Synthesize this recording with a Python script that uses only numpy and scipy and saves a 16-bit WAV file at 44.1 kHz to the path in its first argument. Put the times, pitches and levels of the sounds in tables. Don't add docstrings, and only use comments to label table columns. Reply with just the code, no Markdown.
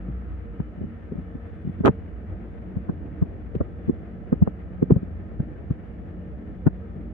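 import sys
import numpy as np
from scipy import signal
from scipy.fft import rfft, irfft, next_fast_len
from scipy.io import wavfile

SR = 44100
rng = np.random.default_rng(int(sys.argv[2]) if len(sys.argv) > 2 else 0)


def inscribe(sig):
    pcm = np.round(np.clip(np.atleast_2d(sig).T, -1, 1) * 32767)
    wavfile.write(sys.argv[1], SR, pcm.astype(np.int16))


N = 314433
TIME = np.arange(N) / SR

# time in seconds, level in dB before a common offset.
TRAIN_RUMBLE = [(0.0, -43.5), (0.36, -44), (0.71, -44.5), (1.55, -44), (1.83, -42.5), (3.04, -40),
                (3.22, -40.5), (6.91, -42), (7.13, -42.5)]
# frequency in Hz, relative density in dB.
BODY_COLOUR = [(15, -27.5), (35, -13), (55, 8.5), (90, 3), (115, -2.5), (135, -2.5), (200, -1.5),
               (300, -10.5), (600, -49)]
# frequency in Hz, relative density in dB.
WHEEL_COLOUR = [(150, 3), (230, -2.5), (310, -2.5), (400, -8), (580, -13.5), (750, -17.5), (950, -27.5),
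                (1850, -26.5), (2300, -32), (3150, -42.5), (3900, -52.5), (6000, -79)]
# frequency in Hz, half-width in Hz, level in dB before a common offset.
RINGS = [(184.1, 2, -42.5), (226.5, 4.9, -46), (309.7, 5.4, -48.5), (460.9, 7, -51.5), (502, 17, -59.5),
         (583, 15, -59.5), (678, 15, -63), (970, 100, -82), (1290, 73, -61.5), (1556, 24, -69),
         (1786, 82, -65.5), (2320, 85, -78), (2923, 54, -77.5), (3390, 110, -81)]
# pitch in Hz, level in dB.
WALL_BOOMS = [(59.2, -47), (86.5, -47)]
# centre in seconds, 1/e half-length in seconds, pitch in Hz,
# level in dB.
WALL_SWELLS = [(0.09, 0.25, 59.2, -34.5), (0.307, 0.1, 59.6, -35), (0.323, 0.075, 86.5, -38.5),
               (0.64, 0.22, 59.2, -40), (1.698, 0.3, 86.5, -38.5), (2.197, 0.11, 59.2, -36),
               (2.315, 0.1, 86.5, -37), (5.2, 0.14, 86.5, -38), (7.013, 0.12, 59.2, -40.5)]
# frequency in Hz, correlation.
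LIKENESS = [(50, 0.33), (100, 0.54), (200, 0.92), (320, 0.82), (520, 0.54), (800, 0.07), (1200, 0.16),
            (3000, .05)]

# time in seconds, dip depth in dB, nominal pitch in Hz,
# turbulence in dB re dip, flutter pitch in Hz, flutter in dB re dip.
EDDIES = [(0.604, -12, 135, -24.5, 340, -20), (0.786, -29, 145, -37, 368, -11),
          (0.8176, -17.5, 125, -33, 371, -6.5), (0.8433, -19.5, 172, -35, 365, -13),
          (1.125, -21, 166, -28, 376, -4.5), (1.1573, -23.5, 210, -36, 370, -13),
          (1.189, -23.5, 195, -42, 367, -18), (1.3558, -21, 177, -31, 360, -12),
          (1.654, -18.5, 135, -44.5, 300, -21), (1.676, -14.5, 145, -49, 350, -22),
          (1.697, -20, 150, -41, 320, -21), (1.809, -12, 163, -32, 365, -14.5),
          (1.844, -14, 300, -16.5, 430, -6), (1.8939, -8.5, 128, -26, 383, -17),
          (1.908, -17, 133, -32, 376, -19), (2.7712, -13, 135, -30, 380, -19),
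          (2.8968, -11, 157, -20, 342, -7), (3.226, -4.5, 134, -29.5, 280, -12),
          (3.5556, -22.5, 244, -15, 397, 1), (3.5652, -13.5, 129, -39, 410, -18),
          (3.6132, -10, 129, -22, 400, -9), (3.6112, -11.5, 230, -27, 596, -7),
          (3.8845, -12.5, 151, -38, 371, -22), (3.898, -9.5, 208, -28, 358, 0.5),
          (4.3301, -4, 193, -24, 392, -6.5), (4.426, 1.5, 143.4, -42, 339, -21),
          (4.479, -11.5, 157.4, -19, 400, -5), (4.8286, -5.5, 169, -32, 391, -3),
          (4.9105, -7.5, 193, -17, 360, 3), (4.9227, 0.8, 147.5, -38, 280, -24),
          (4.967, -6.5, 134, -36, 473, -13.5), (5.0323, -19, 181, -37, 410, -11.5),
          (5.4039, -10, 137, -30.5, 311, -33), (5.711, -10, 116, -27, 248, -11),
          (6.6677, -3.5, 176, -28.5, 320, -11), (6.6748, -2.5, 144, -21, 395, -12)]
# frequency in Hz, relative density in dB.
RASP_COLOUR = [(300, -2.5), (520, 19), (830, 2), (1050, 2.5), (1250, -2), (1500, -1), (2100, -20),
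               (3000, -34.5), (4500, -59.5), (7000, -76)]
# delay in seconds, gain as a factor.
RIGHT_PORT = [(-.0058, -0.26), (-.003, 0.21), (.0008, 0.76), (.0044, .26), (.0093, -0.33)]
# time in seconds, peak in dB, width as a multiple of
SNAPS = [(0.6007, -17.5, 7.1), (1.8593, -3, 1.52), (1.8715, -6.5, 2.1), (1.8791, 5.5, 4.4),
         (2.8931, -18.5, 4.8), (3.5536, -24.5, 1.9), (3.612, -23.5, 4.7), (4.3282, -14.5, 5.6),
         (4.3311, -28.5, 3.6), (4.422, -14.5, 7.4), (4.475, -8, 5.5), (4.8262, -18.5, 3.8),
         (4.908, -11, 4.1), (4.918, -21.5, 4), (4.961, -24, 5.5), (6.6714, -20, 3.1), (6.674, -8.5, 7.2)]
# centre in seconds,
# spread in seconds, strength in dB.
CRACKLES = [(1.859, 0.00041, -15.5), (1.873, .004, -33), (3.225, 0.0057, -39), (3.555, 0.0023, -41),
            (3.613, 0.0034, -42), (3.893, .005, -47), (4.33, 0.0044, -36.5), (4.428, 0.0024, -38.5),
            (4.483, .005, -42.5), (4.83, 0.0043, -39), (4.91, .004, -39), (4.923, 0.0063, -35),
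            (4.936, 0.0045, -40), (5.403, .002, -47), (5.715, 0.0047, -43), (6.671, .005, -33)]
# frequency in Hz, relative density in dB.
BLAST_COLOUR = [(40, -34), (130, 2), (400, 4), (700, -6.5), (1400, -9.5), (2200, -30), (3300, -30),
                (4700, -58), (6800, -44.5), (8200, -67.5), (10000, -54), (15000, -92)]
# centre in seconds, 1/e half-length in seconds, level in dB.
FLURRIES = [(0.091, 0.018, -31.5), (0.821, 0.053, -34.5), (1.125, 0.019, -35.5), (1.195, 0.021, -33.5),
            (1.677, 0.031, -38), (3.078, 0.034, -40.5), (4.94, 0.041, -28), (5.47, 0.11, -40.5),
            (6.987, 0.038, -36.5)]
# frequency in Hz, relative density in dB.
FLURRY_COLOUR = [(40, -27), (130, 13.5), (220, 9), (400, -4.5), (700, -29), (1500, -57), (4000, -80)]
# centre in seconds, 1/e half-length in seconds, level in dB.
SIZZLE = [(1.47, .018, -90), (1.55, .018, -90), (1.62, 0.021, -89), (1.715, 0.038, -88)]
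# frequency in Hz, relative density in dB.
AIR_COLOUR = [(2000, 0), (4000, 1), (6500, -4), (10000, -11), (15000, -17)]

ROAR_DB, ROAR_FOLLOWS = -47.5, 1
HISS_DB, HISS_FOLLOWS, HISS_FADE_DB_PER_S = -58.5, 0.15, 0.36
BLAST_FULL_S, BLAST_DB = 1.8505, -13
BLAST_ATTACK_S, BLAST_HOLD_S, BLAST_RELEASE_S = 0.005, 0.039, 0.03
BLAST_FINE_HOLD_S, BLAST_FINE_HZ = 0.029, 613
BLAST_FRONT_DB, BLAST_FRONT_S = 7.5, 0.0095
AIR_DB = -82.5
FADE_S, CUTOFF_HZ = 0.004, 17000


def from_db(db):
    return 10 ** (np.asarray(db) / 20)


def rms_one(x):
    return x / np.sqrt(np.mean(x ** 2) + 1e-20)


def at_hz(points, hz):
    point_hz, value = np.transpose(points)
    return np.interp(np.log(hz + 1e-3), np.log(point_hz), value)


def butter(x, hz, kind, order=2):
    return signal.sosfilt(signal.butter(order, hz, kind, fs=SR, output="sos"), x)


def bump(centre_s, length_s):
    return np.exp(-((TIME - centre_s) / length_s) ** 2)


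def drift(rate_hz):
    step = 40
    pole = np.exp(-2 * np.pi * rate_hz * step / SR)
    white = rng.standard_normal(N // step + 2002)
    slow = signal.lfilter([1], [1, -2 * pole, pole * pole], white)[2000:]
    return np.interp(np.arange(N) / step, np.arange(len(slow)), rms_one(slow))


def noise(gain_at, diffuse=True):
    size = next_fast_len(N)
    hz = np.arange(size // 2 + 1) * SR / size
    mid, side = rfft(rng.standard_normal((2, size))) * gain_at(hz)
    alike = at_hz(LIKENESS, hz) * diffuse
    ports = np.sqrt(1 + alike) * mid + np.sqrt(1 - alike) * side * [[1], [-1]]
    return rms_one(irfft(ports, size)[:, :N])


def coloured(points, diffuse=True):
    return noise(lambda hz: from_db(at_hz(points, hz)), diffuse)


def train():
    rumble_db = np.interp(TIME, *np.transpose(TRAIN_RUMBLE))
    load_db = rumble_db - rumble_db.mean()
    roar_db = ROAR_DB + ROAR_FOLLOWS * load_db
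    hiss_db = HISS_DB + HISS_FOLLOWS * load_db - HISS_FADE_DB_PER_S * TIME
    sway = drift(7.1)
    flicker_db = 1.5 * drift(14)
    wheels = coloured(WHEEL_COLOUR)

    bodies = rms_one(butter(coloured(BODY_COLOUR), 250, "low", order=4))
    rumble = bodies * from_db(rumble_db + 3.0 + 0.47 * sway)

    roar_band = butter(butter(wheels, 250, "high", order=4), 800, "low", order=4)
    roar = rms_one(roar_band) * from_db(roar_db + 0.43 * sway + flicker_db)

    hiss = rms_one(butter(wheels, 900, "high", order=4)) * from_db(hiss_db + 1.5 * drift(23))
    hiss *= from_db([[1.3], [-1.3]])

    rings = sum(resonance(hz, width_hz) * from_db(db - 4.5) for hz, width_hz, db in RINGS)
    return rumble + walls() + roar + rings + hiss


def resonance(hz, width_hz, glide=0.008, swell_db=2.5):
    ring = noise(lambda f: 1 / (1 + ((f - hz) / width_hz) ** 2))
    warped = np.abs(TIME + glide * np.cumsum(drift(0.99)) / SR)
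    warped = TIME[-1] - np.abs(TIME[-1] - warped)
    gliding = np.array([np.interp(warped, TIME, port) for port in ring])
    return rms_one(gliding * from_db(swell_db * drift(1.8)))


def walls():
    steady = sum(boom(hz) * from_db(db) for hz, db in WALL_BOOMS)
    swells = sum(boom(hz) * from_db(db) * bump(s, length_s) for s, length_s, hz, db in WALL_SWELLS)
    return steady + swells


def boom(hz, wander_rad=2.27, apart_rad=0.36):
    shared, own, swell = drift(2), np.array([drift(1), drift(1)]), drift(7)
    phase = 2 * np.pi * hz * TIME + wander_rad * shared + apart_rad * own
    return np.sqrt(2) * np.sin(phase) * from_db(1.8 * swell)


def eddies(flutter_s=0.0028, rasp_s=0.0056, tightness=6.3, skew=0.035, scatter_s=0.00097):
    out = np.zeros((2, N))
    rasp = coloured(RASP_COLOUR)[0]
    luck = rng.uniform(-1, 1, (len(EDDIES), 1 + len(RIGHT_PORT)))
    for row, (phase, *strays) in zip(EDDIES, luck):
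        s, dip_db, hz, turbulence_db, flutter_hz, flutter_db = row
        near = slice(int((s - 0.04) * SR), int((s + 0.04) * SR))
        t = TIME[near] - s
        turn = 2 * np.pi * hz * t
        turn = turn * (1 - skew * np.tanh(turn / 6))
        pressure = -np.real((1 - 1j * turn / tightness) ** (-tightness - 1))
        flutter = np.sin(2 * np.pi * flutter_hz * t + np.pi * phase)
        pressure += flutter * from_db(flutter_db) * np.exp(-((t + 0.0017) / flutter_s) ** 2)
        pressure += rasp[near] * from_db(turbulence_db) * np.exp(-((t + 0.0014) / rasp_s) ** 2)
        pressure *= from_db(dip_db)
        out[0, near] += pressure
        for (delay_s, gain), stray in zip(RIGHT_PORT, strays):
            out[1, near] += gain * np.interp(t - delay_s - scatter_s * stray, t, pressure)
    return out


def snaps(unit_width_s=0.00006, low_hz=480, smear_s=0.0081, right_db=-4.5):
    crack = sum(from_db(db) / (1 + ((TIME - s) / (unit_width_s * width)) ** 2) for s, db, width in SNAPS)
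    crack = butter(crack, low_hz, "high")
    t = np.arange(-1000, 1001) / SR
    smear = rng.standard_normal(len(t)) * np.exp(-(t / smear_s) ** 2)
    rustle = signal.fftconvolve(crack, smear / np.linalg.norm(smear), "same")
    return np.array([crack, from_db(right_db) * rustle])


def crackles(uneven_db=4.0, low_hz=2400, high_hz=7500, count=16):
    out = np.zeros((2, N))
    luck = rng.standard_normal((len(CRACKLES), 2, 2, count))
    for (s, spread_s, db), ports in zip(CRACKLES, luck):
        for port, (when, size) in zip(out, ports):
            ticks = from_db(uneven_db * size) * (-1) ** np.arange(count)
            index = ((s + spread_s * when) * SR).astype(int)
            port[index] += from_db(db) * ticks / np.linalg.norm(ticks)
    return butter(butter(out, low_hz, "high"), high_hz, "low")


def blast(left_late_s=0.0056, left_body_db=-2.0, ragged_db=2.0, tearing_swing_db=-5.0,
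          tearing_hz=2000, tearing_at_s=0.021, tearing_s=0.029):
    t = TIME - BLAST_FULL_S - np.array([[left_late_s], [0]])
    ragged = from_db(ragged_db * np.array([drift(390), drift(190)]))
    rush = coloured(BLAST_COLOUR, diffuse=False)

    splinters = rms_one(from_db(tearing_swing_db * np.array([drift(900), drift(980)])))
    splinters = splinters * bump(BLAST_FULL_S + tearing_at_s, tearing_s)
    treble = splinters * butter(rush, tearing_hz, "high", order=3)
    rush = butter(rush, tearing_hz, "low", order=3) + treble

    shove = from_db([np.full(N, left_body_db), BLAST_FRONT_DB * bump(BLAST_FULL_S, BLAST_FRONT_S)])
    body = butter(rush, BLAST_FINE_HZ, "low", order=3) * gust(t, BLAST_HOLD_S) * shove
    fine = butter(rush, BLAST_FINE_HZ, "high", order=3) * gust(t, BLAST_FINE_HOLD_S)
    return ragged * (body + fine)


def gust(t, hold_s):
    attack = np.maximum(-t / BLAST_ATTACK_S, 0)
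    release = np.maximum((t - hold_s) / BLAST_RELEASE_S, 0)
    return from_db(BLAST_DB) * np.exp(-np.log(1000) * np.minimum(attack + release, 10))


def flurries():
    level = sum(from_db(db) * bump(s, length_s) for s, length_s, db in FLURRIES)
    return level * from_db(1.8 * drift(50)) * coloured(FLURRY_COLOUR)


def duct(x, notch_hz=5000, q=2.9, depth=0.68, leak_hz=42):
    notched = signal.lfilter(*signal.iirnotch(notch_hz, q, fs=SR), x)
    weakened = x + depth * (notched - x)
    hz = np.arange(N // 2 + 1) * SR / N
    return irfft(rfft(weakened) * (1 - np.exp(-(hz / leak_hz) ** 4)), N)


def sizzle(hz=9200, half_width_hz=700):
    level = sum(from_db(db) * bump(s, length_s) for s, length_s, db in SIZZLE)
    return level * noise(lambda f: 1 / (1 + ((f - hz) / half_width_hz) ** 2), diffuse=False)


def air():
    return from_db(AIR_DB) * coloured(AIR_COLOUR, diffuse=False)


def scene():
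    wind = eddies() + snaps() + crackles() + blast() + flurries()
    return train() + duct(wind) + sizzle() + air()


def record(dry):
    fade = np.minimum(np.minimum(TIME, TIME[-1] - TIME) / FADE_S, 1)
    limited = fade * dry / (1 + dry ** 8) ** (1 / 8)
    return signal.sosfilt(signal.cheby2(12, 60, CUTOFF_HZ, fs=SR, output="sos"), limited)


dry = scene()
out = record(dry)
inscribe(out)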